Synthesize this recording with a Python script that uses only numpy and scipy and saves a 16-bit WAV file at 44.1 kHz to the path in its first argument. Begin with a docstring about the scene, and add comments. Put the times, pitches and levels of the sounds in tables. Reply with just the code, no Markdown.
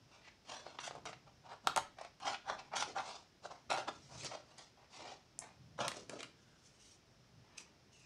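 """A dry room, heard close to a table, where scissors cut a strip off a sheet of stiff card.
Cuts, slides of card over steel and skin, and fingertip brushes are grain noise through resonances or filters.
Snaps of the card and ticks of the blades are single releases of force that ring the sheet.
Steady hiss, a dull handling rumble and a low shake that grows with the work lie beneath; a short tail follows."""
import sys
import numpy as np
from scipy import signal
from scipy.fft import rfft, irfft, next_fast_len
from scipy.io import wavfile
from scipy.ndimage import uniform_filter1d, map_coordinates

SR = 44100
rng = np.random.default_rng(int(sys.argv[2]) if len(sys.argv) > 2 else 0)


def wav_out(sig):
    """Save sig, one row per channel (or a flat mono array), as 16-bit PCM at SR to the path in sys.argv[1]."""
    wavfile.write(sys.argv[1], SR, np.round(np.clip(np.atleast_2d(sig).T, -1, 1) * 32767).astype(np.int16))


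N = 355181

# Slow flexing of the card. Each row: frequency in Hz, relative power density in dB per Hz.
FLEX_SPECTRUM = [(15, -71), (60, -28), (130, -11), (210, -10), (290, -1), (420, 1), (560, 5), (720, 2.5),
                 (1200, -36), (6000, -82.5)]


def amp(db):
    """Level law: decibels to an amplitude ratio."""
    return 10 ** (np.asarray(db) / 20)


def unit(x):
    """Normalisation: a signal scaled to rms 1."""
    return x / np.sqrt(np.mean(x ** 2) + 1e-20)


def along(points, hz):
    """Logarithmic frequency scale: (Hz, value) points interpolated along log frequency."""
    f, v = np.transpose(points)
    return np.interp(np.log(hz + 1), np.log(f), v)


def wobble(rate, size=N):
    """Band-limited random process: a spline through random knots, rate knots a second."""
    knots = rng.standard_normal(int(size * rate / SR) + 4)
    return map_coordinates(knots, [np.arange(size) * rate / SR])


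def filtered(x, response):
    """Linear filtering: the spectrum of x times a response of frequency."""
    m = 2 * next_fast_len(len(x) // 2 + 2048)
    return irfft(rfft(x, m) * response(np.fft.rfftfreq(m, 1 / SR)), m)[:len(x)]


def coloured(x, spectrum):
    """Minimum-phase filtering: x through a causal filter of the given spectrum, at rms 1."""
    def response(hz):
        cepstrum = irfft(np.log(amp(along(spectrum, hz))))
        half = len(cepstrum) // 2
        # folding the cepstrum onto positive times makes the filter causal
        folded = np.r_[cepstrum[0], 2 * cepstrum[1:half], np.zeros(half)]
        return np.exp(rfft(folded))
    return unit(filtered(x, response))


def tilted(spectrum, tilt_db, pivot_hz=3500):
    """Spectral tilt: the card's angle on the blades leans a spectrum within an octave of the pivot."""
    return [(hz, db + tilt_db * np.clip(np.log2(hz / pivot_hz), -1, 1)) for hz, db in spectrum]


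def grains(size, rate, spread_db, clump_db, clump_rate):
    """Stick-slip as shot noise: tiny impulses of uneven size that come in clumps, at rms 1."""
    sizes = amp(spread_db * np.clip(rng.standard_normal(size), -2, 2))
    sizes = sizes * rng.choice([-1, 1], size)
    happens = rng.random(size) < rate / SR
    clumps = amp(clump_db * wobble(clump_rate, size=size))
    return unit(sizes * happens * clumps)


def scattered(x, share, reach=.004, drift=0.002, count=6):
    """Comb filtering: moving hands and card add near copies whose notches wander; at rms 1."""
    t = np.arange(len(x)) / SR
    paths = rng.uniform(-1, 1, (count, 2))
    copies = []
    for way, speed in paths:
        # reach is the longest initial delay in s; drift is the fastest change of delay in s per s
        arrival = t - reach * abs(way) - drift * speed * t
        copies.append(np.sign(way) * np.interp(arrival, t, x, left=0))
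    return unit(x + share * sum(copies))


def sheet(x, s, soft_hz=1750):
    """Modal resonance: x through the broad modes of the card as it is held at time s, at rms 1."""
    # The main resonance follows how tightly the sheet is held and bent.
    # Each row: time in seconds, main resonance in Hz.
    grip = [(0.45, 590), (1.26, 790), (1.72, 770), (2.01, 680), (2.21, 830), (2.47, 795), (2.78, 840),
            (3.46, 728), (4.02, 800), (4.21, 590), (4.57, 610), (4.75, 790), (5.45, 696), (5.82, 560),
            (5.96, 580), (6.3, 584)]
    # Modes of the held sheet. Each row: multiple of the main resonance, width in Hz, level in dB.
    modes = [(0.543, 57.8, -13.5), (.82, 79.4, -9), (1.003, 116, 5), (1.197, 102, -0.5), (1.44, 69.7, -6),
             (1.696, 103.4, -12), (2.05, 68, -12.5)]
    main_hz = np.interp(s, *np.transpose(grip))

    def mode(f, hz, width):
        return 1j * f * width / (hz * hz - f * f + 1j * f * width)

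    def response(f):
        return sum(amp(db) * mode(f, ratio * main_hz, width) for ratio, width, db in modes)

    # soft card radiates only the middle range
    radiating = signal.butter(4, [.52 * main_hz, soft_hz], "bandpass", fs=SR, output="sos")
    return unit(signal.sosfilt(radiating, filtered(x, response)))


def strokes(table, voice, catch_db, let_go_db, fade):
    """Common modulation: one effort catches, builds, holds and dies away, driving all layers of a stroke.

    It starts catch_db under its top and ends let_go_db under the end of its hold; fade is in seconds."""
    out, t = np.zeros(N + SR), np.arange(SR // 2) / SR
    for s, rise, hold, fall, sag_db, *sound in table:
        knots = fade + np.cumsum([0, rise, hold, fall])
        effort_db = np.interp(t, knots, [-catch_db, 0, -sag_db, -sag_db - let_go_db])
        gate = np.clip(np.minimum(t, knots[-1] + fade - t) / fade, 0, 1)
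        stroke = gate * amp(effort_db) * voice(s + rise + hold / 2, len(t), *sound)
        out[round((s - fade) * SR):][:len(t)] += stroke
    return out[:N]


def background(work):
    """Superposed noise: steady hiss, a soft rumble of moving hands, a low shake that swells with work."""
    # Dull rumble of hands on sheet and table. Each row: time in seconds, mean level in dB.
    handling = [(0, -74), (.4, -82.5), (1.1, -68), (2.1, -82), (3.3, -79), (4.199, -64.5), (4.6, -79.5),
                (5.3, -72.5), (5.7, -63.5), (6.3, -72), (7.1, -77), (7.3, -69), (7.45, -78), (8.05, -72.5)]
    # Spectra of the rumble, the shaken hands and table, and the room hiss.
    # Each row: frequency in Hz, relative power density in dB per Hz.
    rumble_spectrum = [(35, -40.5), (70, -9), (105, -6.5), (130, 1), (180, -8), (300, -21), (600, -60)]
    shake_spectrum = [(20, -58), (60, -9), (100, -8), (135, -1.5), (180, -6.5), (260, -7), (600, -70),
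                      (3000, -100)]
    hiss_spectrum = [(15, -49.5), (25, -25), (49, -7), (152, -8), (322, -10), (389, -10.5), (469, -13.5),
                     (684, -14), (895, -16.5), (1080, -18), (1570, -19.5), (4500, -22.5), (5280, -17),
                     (7700, -33.5), (15500, -47)]
    hiss_db = -69
    # shake_db is reached at work_db and grows by shake_grows dB for each dB of work
    shake_db, work_db, shake_grows, average_s = -65.5, -40.5, 0.76, 0.084

    handling_db = np.interp(np.arange(N) / SR, *np.transpose(handling))
    rumble = amp(handling_db + 2.3 * wobble(10)) * coloured(rng.standard_normal(N), rumble_spectrum)
    power = np.abs(uniform_filter1d(work ** 2, round(average_s * SR)))
    effort = np.sqrt(power) / amp(work_db)
    shake = amp(shake_db) * effort ** shake_grows * coloured(rng.standard_normal(N), shake_spectrum)
    hiss = amp(hiss_db) * coloured(rng.standard_normal(N), hiss_spectrum)
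    return rumble + shake + hiss


def slide(s, size, ring_db, flex_db, hiss_db, tilt_db):
    """Sliding friction: card drags over steel and skin in finer, more even slips."""
    # Rubbing hiss. Each row: frequency in Hz, relative power density in dB per Hz.
    rub_spectrum = [(700, -83), (1600, 6.5), (2400, 8.5), (3300, 3), (4400, 3.5), (5800, 1.5), (7500, -9),
                    (9500, -17.5), (11500, -42), (15500, -69)]
    slips = grains(size, rate=10000, spread_db=6.0, clump_db=2.45, clump_rate=122.4)
    rub = scattered(coloured(slips, tilted(rub_spectrum, tilt_db)), share=0.37)
    ring = amp(ring_db) * sheet(slips, s)
    flexing = amp(flex_db) * coloured(slips, FLEX_SPECTRUM)
    return ring + flexing + amp(hiss_db) * rub


def room(x, first_wall=.004):
    """Reverberation: a short decaying noise tail whose pattern changes as the hands move."""
    # Decay of the room. Each row: frequency in Hz, time to fall by 60 dB in seconds.
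    decay = [(150, 0.88), (700, 0.18), (1400, 0.32), (4000, 0.32), (10000, 0.2)]
    out, hop = np.zeros(N + 2 * SR), SR // 4
    for start in range(0, N, hop):
        hz, t, z = signal.stft(rng.standard_normal(SR // 2), SR, nperseg=256)
        dying = amp(-60 * t / along(decay, hz)[:, None])
        tail = signal.istft(z * dying, SR, nperseg=256)[1]
        wet = signal.fftconvolve(x[start:start + hop], tail / np.linalg.norm(tail))
        out[start + round(first_wall * SR):][:len(wet)] += wet
    return out[:N]


def release(t, bright_db, t60, splinter=0.17, soft_db=-62, hard_db=-40, scuff_rise=0.0012, scuff_stretch=0.56):
    """Impulsive excitation: bright snaps let go at once, dull ones build up and scuff for longer."""
    soft = np.clip((hard_db - bright_db) / (hard_db - soft_db), .02, 1)
    swell = 1 - np.exp(-t / (soft * scuff_rise))
    dying = amp(-60 * t / (t60 * (1 + soft * scuff_stretch)))
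    impulse = (1 - soft) * (t == 0)
    return impulse + splinter * swell * dying * rng.standard_normal(len(t))


def snapping(splinter_t60=0.022, tick_t60=0.011, push_t60=0.0066, hardness=0.43):
    """Impulse response: each snap is brief splintering, a blade tick and a shove that rings the sheet."""
    # Snaps of the card and ticks of the blades, as energy spread over snap_s.
    # Each row: start in seconds, sheet knock in dB, crack in dB, bright tick in dB.
    snap_table = [(0.274, -57, -78, -88), (0.664, -40, -51.5, -85), (0.7866, -41.5, -38, -74),
                  (0.876, -35.5, -43, -61.5), (0.908, -39.5, -50, -81), (0.951, -41.5, -74, -63),
                  (1.0543, -45, -63, -53), (1.129, -45.5, -45.5, -67), (1.672, -24, -25.5, -35.5),
                  (1.7622, -30, -30.5, -33), (1.767, -27.5, -47, -47), (1.7746, -30, -32.5, -35),
                  (1.7771, -24, -43, -57), (1.785, -46, -37, -45), (1.985, -43, -51.5, -65),
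                  (2.012, -39.5, -65, -58), (2.047, -43, -49, -62), (2.2, -63, -54.5, -62),
                  (2.268, -45, -38.5, -60), (2.343, -41.5, -37, -64), (2.487, -48, -46.5, -75),
                  (2.767, -36, -35, -42.5), (2.8243, -29, -33.5, -48), (2.984, -44, -39.5, -74),
                  (3.453, -39, -69, -66), (3.704, -43, -41, -44.5), (3.729, -49, -37, -44.5),
                  (3.773, -35, -41.5, -72), (3.882, -37.5, -43, -77), (4.234, -57, -46, -50),
                  (4.247, -43, -46, -42.5), (4.582, -66, -55, -51.5), (5.39, -53.5, -56, -34.5),
                  (5.789, -33.5, -62, -58.5), (5.8811, -52, -31, -35.5), (5.9166, -46, -38.5, -49),
                  (5.968, -67, -69, -54), (6.096, -46.5, -43, -45.5), (6.205, -70, -41.5, -51.5),
                  (6.2301, -65, -39.5, -48), (6.241, -64, -50, -63), (7.58, -72, -57.5, -53)]
    # Spectra of crack and tick. Each row: frequency in Hz, relative power density in dB per Hz.
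    crack_spectrum = [(30, -54), (250, -10), (700, -3.5), (1350, 3.5), (1900, 3.5), (2500, 4), (3300, 1),
                      (4300, 1), (5500, -5.5), (7500, -25), (10000, -55), (15000, -49)]
    tick_spectrum = [(3000, -38), (5200, -16), (6400, -0.5), (8500, -3.5), (10200, -9.5)]
    snap_s = 0.0017
    # cracks above hard_crack_db reach further into the tick's top treble, by top_grows dB per dB
    tick_top_db, hard_crack_db, top_grows = -46, -42.5, 1.7
    # a stiffer, quickly damped resonance is at stiff_db for a hard knock and grows faster than the knock
    stiff_hz, stiff_t60, stiff_db, hard_knock_db, stiff_grows = 1315, 0.015, -29.5, -24.5, 2

    out, t = np.zeros(N + SR), np.arange(SR // 20) / SR
    stiff = unit(np.sin(2 * np.pi * stiff_hz * t) * amp(-60 * t / stiff_t60))
    for s, knock_db, crack_db, tick_db in snap_table:
        # a hard shove favours the higher resonances
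        shove = signal.lfilter([1, -hardness], [1], release(t, tick_db, push_t60))
        knock = amp(knock_db) * sheet(shove, s)
        knock = knock + amp(stiff_db + stiff_grows * (knock_db - hard_knock_db)) * stiff
        crack = amp(crack_db) * coloured(release(t, tick_db, splinter_t60), crack_spectrum)
        top_db = tick_top_db + top_grows * max(crack_db - hard_crack_db, 0)
        whole_tick = tick_spectrum + [(13200, top_db), (15700, top_db - 19)]
        tick = amp(tick_db) * coloured(release(t, tick_db, tick_t60), whole_tick)
        out[round(s * SR):][:len(t)] += np.sqrt(snap_s / t[-1]) * (knock + crack + tick)
    return out[:N]


def cut(s, size, ring_db, flex_db, fibres_db, tilt_db):
    """Fracture noise: fibres break one after another between the blades, and the same breaks shake the sheet."""
    # Breaking fibres. Each row: frequency in Hz, relative power density in dB per Hz.
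    fibre_spectrum = [(30, -52), (250, -18.5), (700, -5.5), (1400, 5), (1850, -8), (2400, -3.5),
                      (3400, -1.5), (4800, -5), (5800, -2), (7500, -12), (9500, -18.5), (12000, -38),
                      (15500, -92)]
    breaks = grains(size, rate=5500, spread_db=7.0, clump_db=-2.5, clump_rate=99)
    crunch = scattered(coloured(breaks, tilted(fibre_spectrum, tilt_db)), share=1.0)
    ring = amp(ring_db) * sheet(breaks, s)
    flexing = amp(flex_db) * coloured(breaks, FLEX_SPECTRUM)
    return ring + flexing + amp(fibres_db) * crunch


def brush(s, size, whisper_db, whistle_db, hz, glide):
    """Friction-driven resonance: fingertips on the strip whisper, with a hoarse whistle that glides."""
    # Thin whisper. Each row: frequency in Hz, relative power density in dB per Hz.
    whisper_spectrum = [(300, -54), (1200, -21), (2800, -8), (4000, -8), (6000, -1.5), (9300, -12),
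                        (11000, -25), (15000, -42)]
    # Narrow resonances of the strip. Each row: multiple of the whistle frequency, level in dB.
    strip_modes = [(1.002, 2), (1.981, -5.5), (2.38, -6.5)]
    band_rate = 380  # random knots per second, which set the width of each resonance

    def band():
        return wobble(band_rate, size=size) + 1j * wobble(band_rate, size=size)

    slips = grains(size, rate=9000, spread_db=0, clump_db=2.5, clump_rate=79)
    phase = 2 * np.pi * np.cumsum(hz * 2 ** (glide * np.arange(size) / SR)) / SR
    whistle = unit(sum(amp(db) * np.real(band() * np.exp(1j * multiple * phase))
                       for multiple, db in strip_modes))
    whisper = scattered(coloured(slips, whisper_spectrum), share=0.65)
    return amp(whisper_db) * whisper + amp(whistle_db) * whistle


def scene():
    """Superposition: all the handwork, its room answer and the background."""
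    # Squeezes of the blades. Each row: start in seconds, rise, hold and fall in seconds, sag over the hold
    # in dB, sheet ring in dB, slow flexing in dB, breaking fibres in dB, treble tilt in dB per octave.
    cuts = [(0.452, 0.046, 0.073, 0.1, 1.5, -47.5, -57, -49.5, -0.5),
            (0.787, 0.015, 0.075, 0.052, -3.5, -60.5, -71, -52.5, 1.5),
            (1.053, 0.0026, 0.038, 0.1, 10, -52, -54, -45.5, -2.5),
            (2.205, 0.076, 0.066, 0.046, 6, -43.5, -53.5, -39.5, -3.5),
            (2.445, 0.038, 0.053, .09, 3, -44, -64, -48.5, -4.5),
            (2.750, 0.013, .066, 0.046, 1.5, -48.5, -52.5, -40.5, 0.5),
            (2.946, 0.014, 0.031, 0.067, -3, -43, -57, -51, -2),
            (3.695, 0.0088, 0.11, 0.069, 10.5, -37, -48, -40, -1.5),
            (3.871, 0.0083, 0.014, 0.023, 1.5, -41.5, -44, -46, -1.5),
            (5.778, 0.027, 0.046, 0.091, 2.5, -35, -38, -42.5, -2)]
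    # Slides of the card over blades and fingers. Each row: start in seconds, rise, hold and fall in seconds,
    # sag in dB, sheet ring in dB, slow flexing in dB, rubbing hiss in dB, treble tilt in dB per octave.
    slides = [(0.090, 0.051, .03, 0.21, 4, -60.5, -65, -66, 2),
              (0.220, 0.038, 0.014, .09, -4.5, -67, -70, -64, -2),
              (0.620, 0.03, 0.058, 0.16, -2, -57.5, -62, -63.5, 1.5),
              (0.938, 0.011, 0.0092, 0.087, 4, -48.5, -48.5, -58, 1.5),
              (1.265, 0.0065, 0.016, 0.069, 2, -62.5, -80, -71, 0),
              (1.445, 0.072, .035, 0.039, 3, -51, -82, -61.5, 0.5),
              (1.635, 0.031, .008, .01, -12, -58, -64, -65, 7),
              (1.975, 0.037, 0.054, 0.063, 6.5, -54, -68, -59.5, 0.5),
              (2.580, 0.015, 0.016, 0.18, 7.5, -52, -71, -55.5, 0),
              (2.724, 0.013, 0.016, 0.021, 2.5, -38.5, -75, -48.5, -5),
              (2.860, 0.018, 0.043, .04, 4, -61, -53.5, -56, 5),
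              (3.010, 0.075, 0.067, 0.14, 5.5, -50, -74, -52, 6),
              (3.432, .022, 0.0077, 0.021, -3.5, -49.5, -57, -53.5, 6.5),
              (3.500, .012, 0.018, 0.13, 8.5, -48.5, -58, -56.5, 3),
              (3.910, 0.01, 0.36, .05, 0.5, -80, -90, -68, 10),
              (4.095, 0.03, 0.038, 0.068, 2, -55.5, -61.5, -63, 10),
              (4.120, 0.058, 0.046, .03, -2.5, -63, -61, -54, 9),
              (4.224, 0.031, 0.01, 0.048, 1, -49, -46.5, -46.5, 5.5),
              (4.300, .016, 0.029, 0.091, 5, -42, -57, -49, 2.5),
              (4.440, 0.036, 0.079, 0.027, 0, -65.5, -71, -71.5, 6),
              (4.572, .01, .05, 0.093, 3.5, -60, -69, -57.5, 6),
              (4.768, .008, 0.07, 0.046, -3.5, -69, -83, -75, -3),
              (4.905, 0.036, 0.052, 0.051, 3, -61.5, -79, -58, 5.5),
              (4.970, 0.037, 0.12, 0.092, 0.5, -56, -59.5, -58, 2.5),
              (5.388, 0.026, 0.061, 0.13, 1.5, -58, -66.5, -63, -3.5),
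              (5.930, .03, 0.041, 0.097, 1.5, -55, -50.5, -56, 9),
              (5.964, .005, .006, 0.021, 7, -62, -47, -68, 3),
              (6.088, 0.015, 0.063, 0.033, -2, -52.5, -47.5, -60, 7),
              (6.185, 0.0079, 0.035, 0.12, 9, -61, -52, -54, 3),
              (7.420, 0.17, .08, 0.09, 3, -63.5, -63.5, -70, -6)]
    # Fingertips brushing the loose strip. Each row: start in seconds, rise, hold and fall in seconds,
    # sag in dB, whisper in dB, whistle in dB, whistle in Hz, glide in octaves per second.
    brushes = [(6.330, 0.061, 0.22, .08, 1, -80, -78.5, 1584, -0.5),
               (6.605, 0.034, 0.036, 0.13, 2, -68, -90, 2820, 2),
               (6.760, 0.043, 0.055, 0.11, 0, -64.5, -77, 2710, 1),
               (7.568, 0.014, 0.0063, 0.037, 8, -48.5, -52, 2640, -1),
               (7.905, 0.024, 0.15, .05, 3, -69.5, -70, 3030, -1.5)]
    card = strokes(cuts, cut, catch_db=20.7, let_go_db=28.6, fade=.004)
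    card = card + strokes(slides, slide, catch_db=12, let_go_db=25.5, fade=.012)
    card = card + strokes(brushes, brush, catch_db=29, let_go_db=10, fade=0.024)
    snaps = snapping()
    reverberation = room(amp(-8.5) * card + amp(-8.0) * snaps)
    return (card + snaps + reverberation + background(card + snaps))[None]


def record(dry):
    """Band limiting: nothing is kept from top_hz upwards."""
    top_hz = 15700
    return np.array([filtered(x, lambda hz: hz < top_hz) for x in dry])


dry = scene()
out = record(dry)
wav_out(out)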